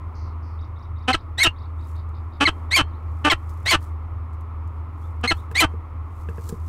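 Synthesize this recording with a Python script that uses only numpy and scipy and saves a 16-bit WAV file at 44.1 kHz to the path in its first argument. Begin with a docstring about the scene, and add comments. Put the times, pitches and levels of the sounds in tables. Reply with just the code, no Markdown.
"""A falcon calls in a wooden nest box on a wall, close to a mono microphone, as two birds swap places.
Four harsh pairs of calls: membranes in its throat whistle, then break into a rasp of slaps, and each
rasp sets off a sharp, narrow ring. Just as near, feathers rustle and feet and wings knock on the boards.
Far off a small bird twitters, over a low hum and outdoor air."""
import sys
import numpy as np
from scipy import signal
from scipy.fft import rfft, irfft
from scipy.io import wavfile
from scipy.ndimage import uniform_filter1d, minimum_filter1d

SR = 44100
rng = np.random.default_rng(int(sys.argv[2]) if len(sys.argv) > 2 else 0)


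def unload_audio(sound):
    """Save the sound as a 16-bit wav file, at the path given as the first command line argument."""
    columns = np.transpose(np.atleast_2d(sound))
    # keep every value between -1 and 1, then stretch to whole-number steps
    steps = np.round(np.clip(columns, -1, 1) * 32767)
    wavfile.write(sys.argv[1], SR, steps.astype(np.int16))


N = 294588
TIME = np.arange(N) / SR

# spectrum of the outdoor air: f/Hz, relative level/dB
AIR_SPECTRUM = [(82, -3), (140, 0.5), (207, -6.5), (289, 0.5), (444, -7), (550, -8.5), (669, -10),
                (1050, -0.5), (1300, -2.5), (1550, -19), (2160, -17.5), (2900, -29.5), (3820, -36),
                (6340, -45), (15000, -47)]
# rise and fall of the breeze, before scaling by gustiness: t/s, relative level/dB
BREEZE_CURVE = [(0.0, -46), (0.93, -50), (2.4, -48), (2.6, -44), (3.0, -47), (5.15, -48), (5.47, -46),
                (6.68, -50)]
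# noise bands of the low drone: f/Hz, width/Hz, level/dB
DRONE_BANDS = [(38, 21, -48), (100.7, 15, -42), (242, 18, -59)]
# far songbird, buzzes: t/s, length/s, flick rate/Hz, low f/Hz, nominal top f/Hz, relative level/dB
SONG_BUZZES = [(0.143, .2, 140, 3720, 6300, -57.5), (0.421, 0.2, 150, 4070, 5920, -64.5)]
# far songbird, twittering phrases: t/s, length/s, note rate/Hz, relative level/dB
SONG_TWITTERS = [(0.589, 0.065, 30, -60.5), (0.759, 0.1, 25, -63.5), (0.958, .1, 25, -64.5),
                 (1.158, 0.054, 34, -57), (1.561, 0.1, 28, -61.5), (1.791, 0.067, 34, -62),
                 (1.954, 0.052, 62, -61), (2.14, 0.05, 62, -62), (2.322, 0.049, 58, -63)]
# far songbird, slurred notes: t/s, length/s, start f/Hz, end f/Hz, level/dB
SONG_SLURS = [(2.88, .05, 5300, 3300, -70.5), (2.925, .045, 3200, 4600, -65),
              (3.05, .065, 5800, 3300, -74.5), (5.025, .04, 3200, 3750, -64), (5.355, .06, 3050, 4150, -59)]
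# feathers brush as a bird shifts or opens its wings: peak t/s, relative level/dB, 20 dB rise/s, 20 dB fall/s
FEATHER_BRUSHES = [(1.892, -55, .14, .13), (2.3, -74, .5, .4), (2.56, -67, .4, .4), (3.2, -63, .3, .3),
                   (3.58, -59, .5, .3), (3.828, -51, .06, .09), (4.78, -72, .15, .1), (5.03, -60, .11, .22),
                   (5.38, -55, .12, .11), (5.7, -67, .1, .17), (6.22, -57, .2, .1), (6.49, -47, .25, .13),
                   (6.67, -56, .25, .2)]
# quill flicks and grit: t/s, level/dB, 40 dB fall/s
QUILL_FLICKS = [(1.955, -60, 0.025), (2.09, -63, 0.023), (3.493, -52, .05), (4.33, -62.5, 0.053),
                (4.407, -59.5, 0.034), (4.675, -61, .02), (5.212, -51, 0.017), (5.513, -46, 0.033),
                (6.29, -56.5, 0.038), (6.476, -65, 0.048), (6.491, -36, 0.02)]
# spectrum of feather noise: f/Hz, relative level/dB
FEATHER_SPECTRUM = [(1500, -12), (3500, -3), (7500, 1), (10000, -1), (14000, -3), (16000, -8)]
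# feet and wings against the box: t/s, relative level/dB, hardness as low-pass f/Hz
BOX_KNOCKS = [(5.514, -42.5, 3550), (5.738, -42.5, 700), (6.288, -38.5, 3000), (6.382, -40.5, 1810),
              (6.494, -42.5, 1500), (6.525, -29.5, 340)]
# modes of the boards: f/Hz, relative level/dB, 60 dB fall/s
BOARD_MODES = [(175, 5, 0.085), (218, 4, 0.08), (392, 1.5, 0.058), (458, 6, 0.072), (873, -21.5, .03),
               (1630, 2, 0.031), (1710, -6.5, .03), (2640, 2, .012)]
# resonances that colour the rasp, dark and bright: f/Hz, width/Hz, relative gain/dB
DARK_RASP_MODES = [(150, 270, 0), (281.6, 22, -3.5), (444, 220, -7.5), (779, 63, 4.5), (1117, 180, 1.5),
                   (1333, 110, -1)]
BRIGHT_RASP_MODES = [(1896, 37, 9.5), (2723, 160, 9), (3000, 110, 12.5), (3800, 130, -21), (5350, 760, -27),
                     (7720, 450, -17)]
# throat resonances that growl under a slack whistle: f/Hz, width/Hz, relative gain/dB
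GROWL_THROAT = [(750, 310, 1.5), (1920, 250, -2), (2620, 250, -6), (3470, 130, -10.5)]
# narrow resonances that ring on after a call: f/Hz, width/Hz, gain/dB
AFTER_RING_MODES = [(3170, 9, -23), (4020, 45, -16), (4250, 12, -22)]
# first call of each pair: t/s; opening rasp: time to yelp/s, pulse rate/Hz, dark/dB, bright/dB;
# yelp: length/s, start f/Hz, arch/Hz, level/dB, half-pitch lines/dB, overtones/dB;
# closing rasp: length/s, level/dB, ring f/Hz, ring gain/dB
YELP_CALLS = [(1.079, .049, 256, -17, -17, .017, 2170, 0, -22, -37, -40, .018, -20, 3070, 4),
              (2.406, .046, 282, -13, -14, .025, 2250, 20, -17, -42, -43, .026, -19, 3140, 6),
              (3.246, .052, 296, -13, -14, .025, 2270, 40, -20, -18, -41, .022, -18, 1900, 11),
              (5.235, .039, 247, -21, -23, .039, 2020, 210, -21.5, -50, -37, .021, -19, 1800, 3)]
# second call of each pair: t/s, length/s; top of the rise: f/Hz, level/dB, octave/dB, half-pitch lines/dB;
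# crack: f/Hz, level/dB, octave/dB, half-pitch lines/dB;
# rasp: dark/dB, bright/dB, dulling/(dB/s), ring f/Hz, ring gain/dB
RISING_CALLS = [(1.378, .101, 2260, -12, -27, -36, 1900, -18, -13, -29, -17, -14, 40, 2810, 15),
                (2.709, .111, 2400, -13, -21, -38, 2150, -14, -20, -12, -18, -13, 250, 3080, 3),
                (3.656, .105, 2340, -18, -25, -30, 2090, -12, -16, -12, -16, -10, 300, 2930, 0),
                (5.549, .106, 2430, -11, -32, -33, 2060, -19, -18, -16, -14.5, -14, 280, 3110, 5)]

CLOSE_LEAD_S = .005  # the closing rasp takes over just before the yelp ends
SLOWING_HZ_PER_S = 1700  # the pulses slow down at the end of every call


def from_db(db):
    """Decibels to gain."""
    return 10 ** (np.asarray(db) / 20)


def rms_one(x):
    """Scale to unit rms."""
    return x / np.sqrt(np.mean(x ** 2) + 1e-20)


def add(out, s, sound):
    """Mix a sound in at s seconds."""
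    at = max(int(s * SR), 0)
    out[at:at + len(sound)] += sound[:max(N - at, 0)]


def filtered(x, hz, kind, order=2):
    """Butterworth filter."""
    return signal.sosfilt(signal.butter(order, np.clip(hz, 10, .45 * SR), kind, fs=SR, output="sos"), x)


def wobble(size, hz):
    """Random motion below hz, rms 1."""
    return rms_one(filtered(rng.standard_normal(size + SR // 4), hz, "low")[-size:])


def coloured(points):
    """Noise with a given spectrum, rms 1."""
    hz, db = np.transpose(points)
    gain = from_db(np.interp(np.log(np.fft.rfftfreq(N, 1 / SR) + 1), np.log(hz), db))
    return rms_one(irfft(rfft(rng.standard_normal(N)) * gain, N))


def resonate(x, modes):
    """Parallel resonances: f/Hz, width/Hz, gain/dB."""
    out = 0
    for hz, width, db in modes:
        r = np.exp(-np.pi * width / SR)
        zeros = np.array([1, 0, -1]) * (1 - r * r) / 2
        poles = [1, -2 * r * np.cos(2 * np.pi * hz / SR), r * r]
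        out = out + from_db(db) * signal.lfilter(zeros, poles, x + 1e-18)
    return out


def echoes(x, t60, dull_hz, wet_db):
    """Dense reflections reach the microphone after the direct sound and die away."""
    t = np.arange(int(t60 * SR)) / SR
    tail = filtered(rng.standard_normal(len(t)), dull_hz, "low") * from_db(-60 * t / t60) * (t > .002)
    return x + from_db(wet_db) * signal.fftconvolve(x, tail / np.linalg.norm(tail))[:N]


def noise_band(hz, width):
    """A narrow band of rumble, rms 1."""
    return rms_one(filtered(rng.standard_normal(N + SR), [hz - width / 2, hz + width / 2], "band")[SR:])


def outdoors(air_db=-45, gustiness=.63, hum_hz=80.3, hum_db=-31.5, beat_db=-39):
    """Around the box, a steady hum beats against narrow bands of rumble under the wash of air."""
    s, db = np.transpose(BREEZE_CURVE)
    air = from_db(air_db + gustiness * np.interp(TIME, s, db - np.median(db))) * coloured(AIR_SPECTRUM)
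    hum = from_db(hum_db) * np.sqrt(2) * np.sin(2 * np.pi * np.cumsum(hum_hz + .58 * wobble(N, 3)) / SR)
    beating = from_db(beat_db) * noise_band(hum_hz, width=14)
    drone = sum(from_db(level) * noise_band(hz, width) for hz, width, level in DRONE_BANDS)
    return air + hum + beating + drone


def songbird(buzz_sag=.23, twitter_low_hz=3570, chip_arch_hz=550):
    """Far from the microphone, one gliding pure tone makes buzzes, twitters and single slurs."""
    out = np.zeros(N)
    sing = lambda pitch: np.sin(2 * np.pi * np.cumsum(pitch) / SR)
    for s, length, rate, low, high, db in SONG_BUZZES:
        u = np.linspace(0, 1, int(length * SR))
        flicks = np.cumsum(rate * (1 + .07 * wobble(len(u), 98))) / SR
        reach = .74 + .56 * (np.floor(flicks) % 2)  # every other flick goes higher
        pitch = (low + (high - low) * (flicks % 1) * reach) * (1 - buzz_sag * u ** 3)
        swell = np.sin(np.pi * (flicks % 1)) * np.minimum(1, 20 * u) * (1 - u ** 2)
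        add(out, s, from_db(db + 2.5) * swell * sing(pitch))
    for s, length, rate, db in SONG_TWITTERS:
        top_hz = 6300 - 600 * (s - SONG_TWITTERS[0][0])  # later phrases reach less high
        u = np.linspace(0, 1, int(length * SR))
        note = (u * length * rate) % 1
        # each note is a low chip, a break, then a flick upward, all of uneven strength
        swell = np.sqrt(np.abs(np.sin(2 * np.pi * note))) * (1.2 - note / 2)
        swell *= from_db(3 * wobble(len(u), 150))
        chip = chip_arch_hz * (np.sin(2 * np.pi * note) - .5)
        flick = (top_hz - twitter_low_hz) * (2 * note - 1)
        pitch = twitter_low_hz + np.where(note < .5, chip, flick) * (1 + .03 * wobble(len(u), 60))
        add(out, s, from_db(db + 1.5) * swell * sing(pitch))
    for s, length, first, last, db in SONG_SLURS:
        u = np.linspace(0, 1, int(length * SR))
        add(out, s, from_db(db) * np.sin(np.pi * u) * sing(first + (last - first) * u))
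    return echoes(out, t60=.18, dull_hz=7000, wet_db=-8)


def feathers(grain_db=3.5, rustle_db=-6):
    """Close by, barbs slide over each other in fine grains; now and then a quill flicks."""
    level, t = np.zeros(N), TIME[:SR // 8]
    for s, db, rise, fall in FEATHER_BRUSHES:
        below_peak_db = 20 * np.maximum((s - TIME) / rise, (TIME - s) / fall)
        level = np.maximum(level, from_db(db + rustle_db - below_peak_db))
    for s, db, fall in QUILL_FLICKS:
        add(level, s, from_db(db - 40 * t / fall) * (1 - np.exp(-t / .00042)))
    return level * rms_one(coloured(FEATHER_SPECTRUM) * from_db(grain_db * wobble(N, 300)))


def knocks():
    """Soft or hard contacts ring the boards next to the microphone."""
    out, t = np.zeros(N), TIME[:SR // 4]
    for s, db, hardness_hz in BOX_KNOCKS:
        ring = sum(from_db(level + rng.normal(0, 1.5) - 60 * t / t60) * np.sin(2 * np.pi * hz * t)
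                   for hz, level, t60 in BOARD_MODES)
        add(out, s, from_db(db) * filtered(ring, hardness_hz, "low"))
    return out


def thuds(after_yelp_db=-22, after_rise_db=-14, lead_s=.005):
    """A heavily damped low swing, and a slower one under it, as each call is choked off."""
    out, t = np.zeros(N), TIME[:SR // 8]
    swing = lambda db, hz, decay_s: from_db(db) * np.sin(2 * np.pi * hz * t) * np.exp(-t / decay_s)
    ends = [(s + open_s + yelp_s - CLOSE_LEAD_S + close_s, after_yelp_db)
            for s, open_s, _, _, _, yelp_s, *_, close_s, _, _, _ in YELP_CALLS]
    ends += [(s + length, after_rise_db) for s, length, *_ in RISING_CALLS]
    for s, db in ends:
        add(out, s - lead_s, swing(db, hz=110, decay_s=.0048) + swing(-21, hz=36, decay_s=.013))
    return out


def moments(length):
    """Control times through one part of a call."""
    return np.linspace(0, length, 60)


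def edges_db(t, attack_s, release_s, depth_db=18):
    """Attack, hold and release, in dB relative to the hold."""
    return -depth_db * (np.clip(1 - t / attack_s, 0, 1) + np.clip(1 - (t[-1] - t) / release_s, 0, 1))


def waver_db(t, depth_db=2, hz=70):
    """Chance swings by which a whistle's fundamental and octave trade strength."""
    return depth_db * np.interp(t * SR, np.arange(SR // 4), wobble(SR // 4, hz))


def controls(*columns):
    """Curves and constants side by side, one row per moment."""
    return np.transpose(np.broadcast_arrays(*columns))


def gesture(rows, fade_s=.005):
    """Start time, soft-edged gate and sampled controls of one utterance."""
    s, *columns = np.transpose(rows)
    t = np.arange(s.min() - fade_s, s.max() + fade_s, 1 / SR)
    gate = np.sin(np.pi / 2 * np.clip(np.minimum(t - t[0], t[-1] - t) / fade_s, 0, 1)) ** 2
    return t[0], gate, [np.interp(t, s, column) for column in columns]


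def evened(x):
    """Hold the short-time level at 1."""
    return x / np.sqrt(np.abs(uniform_filter1d(x * x, 400)) + 1e-12)


def scattered(x, feedback=.71):
    """Quick bounces smear each pulse over a few milliseconds without colouring it."""
    for lag in rng.integers(17, 70, 3):
        taps = np.r_[feedback, np.zeros(lag), 1]
        x = signal.lfilter(taps, taps[::-1], x)
    return x


def rasp(rows, ring_hz, ring_db, ring_width_hz=45, jitter=.035, uneven_db=2.2, air_db=-30):
    """Uneven slaps of the membranes, each with a puff of air; the rasp sets off a sharp, narrow ring."""
    start, gate, (rate, dark_db, bright_db) = gesture(rows)
    size = len(gate)
    cycles = np.cumsum(rate * (1 + jitter * wobble(size, 160))) / SR
    slaps = np.diff(np.floor(cycles), prepend=-1) * from_db(uneven_db * rng.standard_normal(size))
    puffs = from_db(air_db) * rng.standard_normal(size) * np.exp(-2.5 * (cycles % 1))
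    source = scattered(slaps + puffs)
    dark = evened(filtered(resonate(source, DARK_RASP_MODES), 1800, "low"))
    bright = filtered(resonate(source, BRIGHT_RASP_MODES), 1400, "high")
    bright = evened(filtered(bright, 9000, "low", order=3))
    voice = np.pad(gate * (from_db(dark_db) * dark + from_db(bright_db) * bright), (0, SR // 10))
    return start, voice + resonate(voice, [(ring_hz, ring_width_hz, ring_db)])


def whistle(rows, flutter_hz=440, jitter=.02, shimmer=.36, tilt_db=-5, strain_db=-25):
    """A membrane tone near 2 kHz: clean when taut, rough when slack or when period doubling sets in."""
    start, gate, (pitch, first_db, octave_db, half_db, upper_db) = gesture(rows)
    size = len(gate)
    rough = np.clip(1 + (half_db - first_db + 12) / 25 + (2100 - pitch) / 900, .25, 1.1)
    phase = 2 * np.pi * np.cumsum(pitch * (1 + jitter * rough * wobble(size, flutter_hz))) / SR

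    def line(k):
        """A fluttering partial at k times the pitch."""
        partial = np.sqrt(2) * np.sin(k * phase + rng.uniform(0, 2 * np.pi))
        return partial * (1 + shimmer * rough * wobble(size, flutter_hz))

    def hiss(band_hz):
        """Air torn by the membrane hisses once per cycle."""
        air = filtered(rng.standard_normal(size), band_hz, "band", order=3)
        return rms_one(air * (1 + np.sin(phase)))

    tone = from_db(first_db) * line(1) + from_db(octave_db) * line(2)
    halves = sum(from_db(db) * line(k) for k, db in [(.5, -7.5), (1.5, -3), (2.5, -13.5), (3.5, -18)])
    # a slack membrane growls instead of doubling cleanly
    slack = np.clip((2150 - pitch) / 300, 0, 1)
    growl = from_db(1.5) * rms_one(resonate(rng.standard_normal(size), GROWL_THROAT))
    undertone = np.sqrt(1 - slack) * halves + np.sqrt(slack) * growl
    overtones = rms_one(sum(from_db(tilt_db * k) * line(k) for k in range(3, 7)))
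    upper = overtones + from_db(-8) * rough * hiss([3500, 10000])
    upper = rms_one(upper + resonate(upper, [(8040, 1500, 3)]))  # the throat's highest resonance
    # at the height of the strain the voice cracks into a bright screech
    screech = from_db(np.clip(2 * (upper_db - strain_db), -20, 2) - 5) * hiss([7000, 13000])
    return start, gate * (tone + from_db(half_db) * undertone + from_db(upper_db) * (upper + screech))


def yelp_call(s, open_s, rate, dark_db, bright_db, yelp_s, yelp_hz, arch_hz, yelp_db, half_db, upper_db,
              close_s, close_db, ring_hz, ring_db, gap_s=.003, end_hz=1900, throat_hz=4100):
    """A rasp catches into a falling yelp and breaks up again; gives three parts with their start times."""
    # the opening rasp starts hard, quickens a little and loses its brightness first
    t = moments(open_s - gap_s)
    dark = dark_db + edges_db(t, attack_s=.0045, release_s=.015)
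    bright = bright_db - 280 * t + edges_db(t, attack_s=.0045, release_s=.005)
    quickening = rate + 350 * (t - open_s / 2)
    opening = rasp(controls(s + t, quickening, dark, bright), ring_hz=2480, ring_db=3)

    t = moments(yelp_s)
    pitch = yelp_hz + (end_hz - yelp_hz) * t / yelp_s + arch_hz * np.sin(np.pi * t / yelp_s)
    edge, waver = edges_db(t, attack_s=.003, release_s=.003), waver_db(t)
    # the octave swells where it passes a throat resonance
    octave_db = yelp_db - 12 + 11 / (1 + ((2 * pitch - throat_hz) / 200) ** 2)
    yelp = whistle(controls(s + open_s + t, pitch, yelp_db + edge + waver, octave_db + edge - waver,
                            half_db + edge, upper_db + edge))

    t = moments(close_s)
    close_at = s + open_s + yelp_s - CLOSE_LEAD_S
    dark = close_db + edges_db(t, attack_s=.004, release_s=.006)
    slowing = 340 - SLOWING_HZ_PER_S * t
    return opening, yelp, rasp(controls(close_at + t, slowing, dark, dark - 2), ring_hz, ring_db)


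def rising_call(s, length, top_hz, top_db, top_octave_db, rising_half_db,
                crack_hz, crack_db, crack_octave_db, crack_half_db,
                dark_db, bright_db, dulling_db_per_s, ring_hz, ring_db,
                rise_s=.05, crack_s=.03, drop_s=.006, collapse_at_s=.064):
    """A whistle climbs, cracks into a doubled screech and collapses; gives two parts with start times."""
    blend = lambda first, last, amount: first + (last - first) * amount
    t = moments(rise_s + crack_s)
    # pitch and strength grow with effort; the octave swells midway up
    effort = np.minimum(t / rise_s, 1) ** .85
    rising = controls(blend(1790, top_hz, effort),
                      blend(-28, top_db, effort ** 1.9),
                      blend(-31, top_octave_db, effort) + 3 * np.sin(np.pi * effort),
                      rising_half_db, blend(-41, -29, effort))
    # the crack: the pitch drops, the upper lines jump, then the tone sags and dies under the rasp
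    since_drop = np.maximum(t - rise_s - drop_s, 0)
    sag_hz, dulling_db = 2500 * since_drop, 400 * since_drop
    cracked = controls(crack_hz - sag_hz, crack_db, crack_octave_db - dulling_db,
                       crack_half_db, -20 - dulling_db)
    pitch, first, octave, half, upper = blend(rising.T, cracked.T, np.clip((t - rise_s) / drop_s, 0, 1))
    edge, waver = edges_db(t, attack_s=.005, release_s=.005), waver_db(t)
    tone = whistle(controls(s + t, pitch, first + edge + waver, octave + edge - waver,
                            half + edge, upper + edge))

    t = moments(length - collapse_at_s)
    dark = dark_db + edges_db(t, attack_s=.009, release_s=.006)
    bright = bright_db - dulling_db_per_s * t + edges_db(t, attack_s=.004, release_s=.006)
    slowing = 355 - SLOWING_HZ_PER_S * t
    return tone, rasp(controls(s + collapse_at_s + t, slowing, dark, bright), ring_hz, ring_db)


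def falcon():
    """Whistles and rasps of one voice at close range, with a brief ring after them."""
    out = np.zeros(N)
    for call in [yelp_call(*row) for row in YELP_CALLS] + [rising_call(*row) for row in RISING_CALLS]:
        for start, sound in call:
            add(out, start, sound)
    return out + resonate(out, AFTER_RING_MODES)


def scene():
    """One microphone feeds both channels; calls and knocks echo briefly inside the box."""
    inside = echoes(falcon() + knocks(), t60=.065, dull_hz=10800, wet_db=-14.5)
    mono = inside + thuds() + feathers() + songbird() + outdoors()
    return np.array([mono, mono])


def record(dry, ceiling=.39, cutoff_hz=15700):
    """After the microphone, a fast limiter holds the peaks of the calls and a steep filter cuts the top."""
    gain = np.minimum(1, ceiling / (np.abs(dry).max(axis=0) + 1e-9))
    gain = uniform_filter1d(minimum_filter1d(gain, size=45), size=45)
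    return signal.sosfilt(signal.ellip(10, .1, 80, cutoff_hz, fs=SR, output="sos"), dry * gain)


dry = scene()
out = record(dry)
unload_audio(out)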